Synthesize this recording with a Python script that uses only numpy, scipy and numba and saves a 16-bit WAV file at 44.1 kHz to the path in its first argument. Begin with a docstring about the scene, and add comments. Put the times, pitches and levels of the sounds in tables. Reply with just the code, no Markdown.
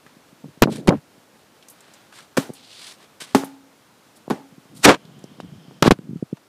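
"""Toys dropped into a canvas chair

A handheld camera is carried across a porch while three toys land in a folding chair.
Each toy clacks, thuds on the canvas seat and rings the steel frame. Fingers knock, rub and slide
on the camera body and overload its microphone. Cloth swishes and small things tick in quiet air."""
import sys
import numpy as np
from scipy import signal
from scipy.fft import rfft, irfft
from scipy.io import wavfile
from scipy.ndimage import uniform_filter1d
from numba import njit

SR = 44100
rng = np.random.default_rng(int(sys.argv[2]) if len(sys.argv) > 2 else 0)


def file_out(sig):
    """Save sig as 16-bit WAV at sys.argv[1]."""
    # one column per channel
    cols = np.atleast_2d(sig).T
    # limit, then scale
    lim = np.clip(cols, -1, 1)
    pcm = np.round(lim * 32767).astype(np.int16)
    wavfile.write(sys.argv[1], SR, pcm)


N = 285755
T = np.arange(N) / SR
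BASS_CUT_HZ, TOP_HZ = 142, 15200  # the range the microphone hears well
LEAD_S = 0.008  # a push starts this long before its peak


def amp(db):
    """Turn decibels into a gain."""
    return 10 ** (np.asarray(db) / 20)


def unit(x):
    """Scale a sound to an average (rms) level of 1."""
    return x / np.sqrt(np.mean(x ** 2))


def add(out, start, x):
    """Mix x into out, beginning at start seconds."""
    i = int(start * SR)
    out[i:i + len(x)] += x[:len(out) - i]


def fade(t60, size, hold_s=0):
    """Hold steady, then die away. The fade time t60 is the seconds it takes to fall 60 dB."""
    return amp(-60 * np.maximum(T[:size] - hold_s, 0) / t60)


def noise(colour, size, tilt_db=0):
    """Noise shaped by a table of Hz and dB, and brightened by tilt_db per octave."""
    octaves = np.log2(np.maximum(np.fft.rfftfreq(size, 1 / SR), 1))
    hz, db = np.transpose(colour)
    gains = amp(np.interp(octaves, np.log2(hz), db + tilt_db * np.log2(hz)))
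    return unit(irfft(rfft(rng.standard_normal(size)) * gains, size))


def band(hz, width_hz, size):
    """Noise gathered around one pitch."""
    resonance = signal.iirpeak(min(hz, TOP_HZ), hz / width_hz, SR)
    return unit(signal.lfilter(*resonance, rng.standard_normal(size)))


def wander(rate, size):
    """A wobbly line that heads for a new random value rate times a second."""
    points = rng.standard_normal(int(size / SR * rate) + 2)
    return np.interp(T[:size] * rate, np.arange(len(points)), points)


@njit
def muffle(x, hz):
    """Soften the treble above a cutoff that can move over time."""
    y, state = np.empty(len(x)), 0.
    for i in range(len(x)):
        state += (1 - np.exp(-2 * np.pi * hz[i] / SR)) * (x[i] + 1e-18 - state)
        y[i] = state
    return y


def bass_cut(x):
    """The camera's steep bass filter, which rings after every push."""
    return signal.sosfilt(signal.butter(5, BASS_CUT_HZ, "high", fs=SR, output="sos"), x)


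def push(cutoff_hz, size=2048):
    """A bell-shaped pulse. A softer push lasts longer and has a lower cutoff."""
    return np.exp(-(2 * np.pi * cutoff_hz * (T[:size] - LEAD_S)) ** 2 / np.log(4))


def thump(cutoff_hz):
    """One push on the camera body, heard through the bass cut, with a peak of 1."""
    x = bass_cut(-push(cutoff_hz))
    return x / np.abs(x).max()


# The tone of the outdoor air. Each row: frequency in Hz, level in dB.
AIR_COLOUR = [(24, -63), (40, -30), (108, -7.5), (273, -3), (387, -8), (472, -6.5), (591, -8), (1410, -12),
              (1860, -15.5), (3930, -18.5), (15500, -27.5)]
# Notes of the cupped hand. Each row: pitch in Hz, width in Hz, final level in dB, swell up to it in dB.
HAND_HOLLOW = [(150, 57, -48.5, 0), (3120, 290, -62, 2.5), (5066, 590, -65.5, 12.5)]


def outdoor_air(air_db=-54.5, shade_db=-2.5, shade_s=0.56, cup_start=4.82, cup_end=5.82):
    """Quiet air dips as a hand cups the microphone, and rings in the hollow as the grip closes."""
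    shade = np.clip((T - cup_start) / shade_s, 0, 1)
    air = noise(AIR_COLOUR, N) * amp(air_db + shade_db * shade - 0.56 * wander(14, N))
    cupped = uniform_filter1d(1. * ((T > cup_start) & (T < cup_end)), size=4000)
    slack = np.interp(T, [cup_start, cup_end], [1, 0])
    hollow = sum(amp(db - swell_db * slack) * band(hz, width_hz, N)
                 for hz, width_hz, db, swell_db in HAND_HOLLOW)
    return air + cupped * bass_cut(hollow)


# Small contacts. Each row: start in seconds, level in dB, pitch in Hz, fade time in seconds.
LIGHT_TICKS = [(0.064, -45, 1550, 0.064), (1.626, -48, 3250, 0.069), (1.685, -39.5, 7400, 0.035),
               (1.699, -42, 10900, 0.11), (1.806, -48, 7550, .05), (1.937, -45.5, 6680, 0.06),
               (2.1248, -40.5, 1380, 0.045), (2.184, -43.5, 1420, 0.16), (2.535, -44.5, 9500, 0.13),
               (3.444, -39, 11300, 0.091), (4.3009, -24.5, 9200, 0.0047), (5.053, -46, 2980, .02),
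               (5.191, -52, 7370, 0.022), (5.24, -43, 5870, 0.022), (5.402, -39.5, 3400, 0.041),
               (5.988, -37, 1100, 0.006), (6.1713, -41, 1290, 0.009), (6.37, -44, 850, 0.053)]


def ticks(size=8192):
    """Plastic, fingernails and grit touch lightly, each with a broad ring that dies quickly."""
    out = np.zeros(N)
    for start, db, hz, t60 in LIGHT_TICKS:
        add(out, start, amp(db) * band(hz, min(0.37 * hz, 6000), size) * fade(t60, size))
    return out


# The tone of brushed cloth. Each row: frequency in Hz, level in dB.
CLOTH_COLOUR = [(150, -14), (700, -6.5), (1600, -2.5), (2600, -3), (3900, -0.5), (6500, -7), (9000, -5),
                (15000, -23)]
# Brushes. Each row: start, rise and fall in seconds, level in dB, tilt in dB per octave.
CLOTH_BRUSHES = [(0.025, 0.066, 0.27, -57, -6), (0.693, 0.033, 0.097, -40.5, 0), (1.6, 0.31, 0.41, -54, -4),
                 (2.12, 0.036, 0.12, -46, -1), (2.68, 0.21, 0.078, -43, 0), (2.96, 0.081, 0.033, -49, -4),
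                 (3.201, 0.0054, 0.063, -33.5, 0), (3.208, 0.079, 0.12, -48.5, -2),
                 (4.155, .008, 0.028, -52.5, 8), (4.745, 0.013, 0.2, -50.5, 5.5)]


def swishes(weave_db=2.5, size=32768):
    """Canvas and clothes brush past: each swish swells and dies away, grainy with the weave."""
    out = np.zeros(N)
    for start, rise, fall, db, tilt_db in CLOTH_BRUSHES:
        speed = np.interp(T - start, [0, rise, rise + fall], [0, 1, 0])
        grain = noise(CLOTH_COLOUR, size, tilt_db) * amp(weave_db * wander(300, size))
        out += amp(db) * speed * np.resize(grain, N)
    return out


def rasp(hz, width_hz):
    """Threads scraping: noise gathered around a pitch that moves."""
    a, b = signal.lfilter(*signal.butter(2, width_hz / 2, fs=SR), rng.standard_normal((2, N)))
    phase = 2 * np.pi * np.cumsum(hz) / SR
    return unit(a * np.cos(phase) + b * np.sin(phase))


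def sleeve_slide(start=2.55, peak=2.875, end=2.95, db=-43.5, weave_db=2.5, snag_db=2):
    """A sleeve snags along the canvas, pressing harder and rasping higher as it speeds up."""
    contact = np.interp(T, [start, peak, end], [1, 1, 0], left=0)
    pressure = contact * amp(32 * np.minimum(T - peak, 0))  # swells 32 dB a second
    hz = 3730 * 2 ** (0.45 * (np.clip(T, start, peak) - start))  # climbs 0.45 octaves a second
    threads = rasp(hz, width_hz=2300) + amp(-9.5) * rasp(2 * hz, width_hz=3200)
    return amp(db + weave_db * wander(300, N) + snag_db * wander(45, N)) * pressure * threads


def fidget(start=4.5, end=5.8, db=-40, cutoff_hz=159, count=20):
    """Faint bumps of uneven spacing, strength and sharpness as the hand shifts its hold."""
    out = np.zeros(N)
    for k, (late, strength, sharpness) in enumerate(rng.standard_normal((count, 3))):
        at = start + (end - start) * (k + late / 2) / count
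        add(out, at, amp(db + 3 * strength) * thump(cutoff_hz * np.exp(0.25 * sharpness)))
    return out


def judder(at=6.0925, first_gap_s=0.0175, slowing=1.25, first_db=-24, step_db=1.15):
    """A fingertip judders to a stop in four slips, each stronger and after a longer wait."""
    out = np.zeros(N)
    for k in range(4):
        add(out, at - LEAD_S, amp(first_db + k * step_db) * thump(cutoff_hz=153))
        at += first_gap_s * slowing ** k
    return out


# Soft contacts. Each row: time in seconds, peak level in dB, cutoff in Hz (lower is duller).
SOFT_BUMPS = [(0.064, -40, 260), (0.168, -42, 170), (0.328, -40.5, 167), (0.444, -29.5, 447),
              (0.575, -37.5, 217), (0.6376, -5, 697), (0.658, -8, 260), (0.6737, -14, 634),
              (.788, -24, 300), (0.863, -28, 330), (0.882, -4, 340), (.926, -11, 650), (1.179, -44.5, 186),
              (2.375, -13, 644), (2.383, -11, 200), (2.494, -24.5, 327), (2.502, -20, 287),
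              (3.22, -31, 400), (3.4366, -17.5, 785), (4.28, -20.5, 455), (5.242, -26.5, 346),
              (5.402, -21.5, 746), (5.711, -33, 508), (5.8612, -1.5, 308), (5.8702, -8, 330),
              (5.9907, -24.5, 204.4), (6.2266, -13, 222), (6.3294, -14.5, 197)]


def bumps():
    """Fingertips, and toys settling on the canvas, touch so softly that they only thump."""
    out = np.zeros(N)
    for at, db, cutoff_hz in SOFT_BUMPS:
        add(out, at - LEAD_S, amp(db) * thump(cutoff_hz))
    return out


# The tone of the grit in a rub. Each row: frequency in Hz, level in dB.
GRIT_COLOUR = [(500, 0.5), (1400, -3.5), (2800, -12.5), (6000, -33.5)]
# Strokes on the camera. Each row: start and length in seconds, level in dB, fade in dB, cutoff in Hz.
SKIN_STROKES = [(0.44, 0.044, -35, 8, 168), (0.676, 0.026, -19, 5, 327.5), (0.711, 0.15, -28, 12, 260),
                (0.898, 0.035, -14, 4, 459), (4.699, .11, -48, 0, 162), (5.43, 0.025, -39.5, -0.5, 134.7),
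                (5.521, 0.033, -38.5, 0, 128), (5.921, 0.0098, -26, 10.5, 660), (6.01, 0.16, -47, -9, 162)]


def rubs(slips_per_hz=1.3, scatter_db=2.5, tail_s=0.07, release_db_per_s=540.5):
    """Skin sticks and slips in uneven little thumps, closer together and grittier when sharper."""
    out = np.zeros(N)
    for start, length, db, fade_db, hz in SKIN_STROKES:
        gap, strength, sharpness, direction = rng.standard_normal((120, 4)).T
        times = np.cumsum(np.exp(gap / 2))
        times = (times - times[0]) / (slips_per_hz * hz)
        times = times[times < length + tail_s]
        overrun = np.maximum(times - length, 0)
        gains = amp(-fade_db * np.minimum(times / length, 1) - release_db_per_s * overrun)
        cutoffs = hz * 2 ** (-71 * overrun)  # the tail dulls by 71 octaves a second
        stroke = np.zeros(SR // 2)
        for k, gain in enumerate(gains):
            slip = thump(cutoffs[k] * np.exp(0.36 * np.tanh(sharpness[k])))
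            add(stroke, times[k], gain * np.sign(direction[k]) * amp(scatter_db * strength[k]) * slip)
        loudness = uniform_filter1d(np.abs(stroke), size=100)
        stroke += amp(-21) * (hz / 420) ** 2 * loudness * noise(GRIT_COLOUR, len(stroke))
        energy = (length + tail_s) * SR * np.mean(gains ** 2)
        add(out, start - LEAD_S, amp(db) * stroke * np.sqrt(energy / np.sum(stroke ** 2)))
    return out


# The tone of sliding skin. Each row: frequency in Hz, level in dB.
SKIN_COLOUR = [(100, -8.5), (300, -3), (1500, -2.5), (4000, -2.5), (8000, -2.5), (15000, -13)]


def wipe(start=4.8485, db=-5, seal_s=0.016, hold_s=0.054, open_hz=5660, sealed_hz=450, slip_hz=311):
    """A finger wipes over the microphone hole: its hiss darkens to a juddering roar as the hole seals."""
    t = T - start
    sealed = np.clip(t / seal_s, 0, 1)
    cutoff = open_hz * (sealed_hz / open_hz) ** sealed
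    hiss = noise(SKIN_COLOUR, N) * amp(2 * wander(600, N))
    friction = muffle(muffle(hiss, cutoff), 9 * cutoff)
    friction = bass_cut(friction) + amp(-22) * friction  # a little slow pressure gets past the bass cut
    friction /= np.sqrt(uniform_filter1d(friction ** 2, size=700))  # even out the level
    slip_rate = slip_hz * np.exp(0.17 * wander(300, N))
    slips = signal.sawtooth(2 * np.pi * np.cumsum(slip_rate) / SR)
    slips = unit(muffle(slips, hz=np.full(N, 700.)))
    grip = amp(-3.5) * sealed ** 2
    roar = (friction + grip * slips) / np.hypot(1, grip) * amp(2 * wander(130, N))
    # Three slopes in dB a second: the finger lands, eases off, then lifts away.
    attack = 1745.5 * np.maximum(-t, 0)
    release = 439.5 * np.maximum(t - hold_s, 0)
    lift = 950 * np.maximum(t - hold_s - 0.053, 0)
    return roar * amp(db - attack - release - lift)


def ring(notes, size):
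    """Struck notes fade, neighbours swinging opposite ways, a little detuned by where the blow lands."""
    out = np.zeros(size)
    for k, (hz, db, t60) in enumerate(notes):
        detuned_hz = hz * (1 + 0.0032 * rng.standard_normal())
        out += (-1) ** k * amp(db) * np.sin(2 * np.pi * detuned_hz * T[:size]) * fade(t60, size)
    return out


# The tone of clacking plastic. Each row: frequency in Hz, level in dB.
CLACK_COLOUR = [(150, -2.5), (400, -0.5), (1100, -3.5), (2200, -8), (4500, -9.5), (9000, -11.5),
                (15000, -16.5)]


def toy_clack(tilt_db, size, shell_db=-19, porch_db=-15):
    """Plastic clacks, the toy's hollow shell rings, and the porch walls send the clack back."""
    clack = noise(CLACK_COLOUR, size, tilt_db) * amp(2 * wander(930, size)) * fade(0.068, size)
    shell_notes = [(1000 * 2 ** octave, (tilt_db - 2) * octave, 0.058)
                   for octave in rng.uniform(0, 3.8, 22)]
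    shell = ring(shell_notes, size)
    porch = noise(CLACK_COLOUR, size, tilt_db + 1.27) * fade(0.32, size)
    return clack + amp(shell_db) * shell + amp(porch_db) * porch


# Notes of the taut seat and the steel tubes. Each row: pitch in Hz, level in dB, fade time in seconds.
SEAT_NOTES = [(200, -10.5, 0.12), (269, 3.5, 0.12), (352, -9, 0.12), (637, -11, 0.042), (822, 1.5, 0.03),
              (1143, -3, 0.034), (1496, -10.5, 0.046)]
FRAME_NOTES = [(274, -2.5, 0.67), (290, -6, .3), (395, -2, 0.22), (797, -6.5, 0.38), (862, -8, .44),
               (1147, -12, 0.2), (1440, -17, 0.32), (2580, -25, 0.17), (3112, -23, 0.29)]
# Landings. Each row: start in seconds, thud level in dB (before halving), frame and clack levels in dB,
# clack tilt in dB per octave, seconds until the second blow, its gain over the first in dB,
# seconds until the seat gives, pitch of the toy's body in Hz.
TOY_LANDINGS = [(2.3695, -22, -41, -18, -2.5, .0042, 5.5, .0055, 510),
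                (3.3478, -2.5, -23.5, -7.5, -3, 0.0057, -20, .0001, 432),
                (4.301, -18, -39.5, -20.5, -5.5, .0054, 7, .0001, 428)]


def toy_drops(overload_thump_db=-27, size=32768):
    """A toy lands on one edge and rocks onto the other; the seat thuds and the frame rings unsteadily."""
    blows, overload = np.zeros((2, N))
    for start, thud_db, frame_db, clack_db, tilt_db, rock_s, second_db, give_s, body_hz in TOY_LANDINGS:
        for at, blow_db in (start, 0), (start + rock_s, second_db):
            thud = ring(SEAT_NOTES, size) + ring([(body_hz, 5, 0.042)], size)
            frame = ring(FRAME_NOTES, size) * amp(2 * wander(50, size))
            add(blows, at + give_s, amp(blow_db) * (amp(thud_db) * thud / 2 - amp(frame_db) * frame))
            add(blows, at, amp(clack_db + blow_db) * toy_clack(tilt_db, size))
        # A faint deep thump under each landing, as the microphone overloads.
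        add(overload, start + give_s - LEAD_S, amp(thud_db + overload_thump_db) * push(cutoff_hz=60))
    return bass_cut(blows) + overload


# The tone of skin crunching on the camera. Each row: frequency in Hz, level in dB.
CRUNCH_COLOUR = [(150, 7.5), (1100, 7.5), (1900, 0), (4000, -4.5), (8000, -17), (15000, -29)]


def crunch(size, tilt_db=0):
    """The rough noise of skin catching right beside the microphone."""
    return noise(CRUNCH_COLOUR, size, tilt_db)


# Snaps during the knocks. Each row: start in seconds, level in dB.
SKIN_SNAPS = [(0.6312, -15), (0.6362, -17.5), (0.8808, -15.5), (0.8905, -13), (5.8262, -10.5),
              (5.8778, -13)]


def snaps(size=8192):
    """Skin catches or breaks free with a sharp snap."""
    out = np.zeros(N)
    for start, db in SKIN_SNAPS:
        snap = crunch(size, tilt_db=0.5) * fade(0.012, size, hold_s=0.002)
        add(out, start, bass_cut(amp(db) * snap))
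    return out


# Hard knocks. Each row: start in seconds, click, crack and strike levels in dB, strike cutoff in Hz,
# seconds until the press, press level in dB, skid length in seconds, skid level in dB,
# level of the overload boom compared with each thump in dB.
FINGER_KNOCKS = [(0.6221, 1.5, -4, 6, 710, 0.0084, -1, 0.016, -16, -19.5),
                 (0.8743, -21.5, -22, -16.5, 300, 0.013, 4, 0.016, -19.5, -17.5),
                 (5.825, -10, -4, -2, 280, 0.0532, 2.5, 0.053, -15, -25),
                 (5.9085, -25, -11.5, 2.5, 410, .0105, 0.5, 0.0057, -8, -18.5)]


def knocks(press_hz=237.6, boom_hz=65, grit_db=4, swell_db_per_s=149, size=8192):
    """A nail strikes the camera, the flesh presses after it, and the finger skids until it grips."""
    out = np.zeros(N)
    for (start, click_db, crack_db, strike_db, strike_hz,
         press_s, press_db, skid_s, skid_db, boom_db) in FINGER_KNOCKS:
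        # A deep boom under each thump, as the microphone overloads.
        overload_boom = amp(boom_db) * push(boom_hz)
        for delay, db, hz in (0, strike_db, strike_hz), (press_s, press_db, press_hz):
            add(out, start + delay - LEAD_S, amp(db) * (thump(hz) - overload_boom))
        bearing_down = amp(swell_db_per_s * np.minimum(T[:size] - skid_s, 0))
        skid = amp(skid_db) * bearing_down * fade(0.04, size, hold_s=skid_s)
        crack = amp(crack_db) * fade(0.03, size)
        grit = unit(crunch(size) * amp(grit_db * wander(1500, size)))
        click = amp(click_db) * band(hz=7660, width_hz=4000, size=size) * fade(0.0044, size)
        add(out, start, bass_cut(click + grit * np.hypot(crack, skid)))
    return out


def scene():
    """Mix the hand on the camera with the chair and the porch behind it, in one channel."""
    handling = knocks() + snaps() + bumps() + judder() + fidget() + rubs() + wipe()
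    porch = toy_drops() + bass_cut(swishes() + sleeve_slide() + ticks()) + outdoor_air()
    return (handling + porch)[None]


def record(dry):
    """The microphone overloads on the hardest knocks, dulls the treble and cuts off the very top."""
    squashed = dry / (1 + dry ** 8) ** (1 / 8)
    dulled = signal.lfilter(*signal.butter(2, TOP_HZ, fs=SR), squashed)
    return signal.sosfilt(signal.ellip(8, .2, 80, TOP_HZ, fs=SR, output="sos"), dulled)


dry = scene()
out = record(dry)
file_out(out)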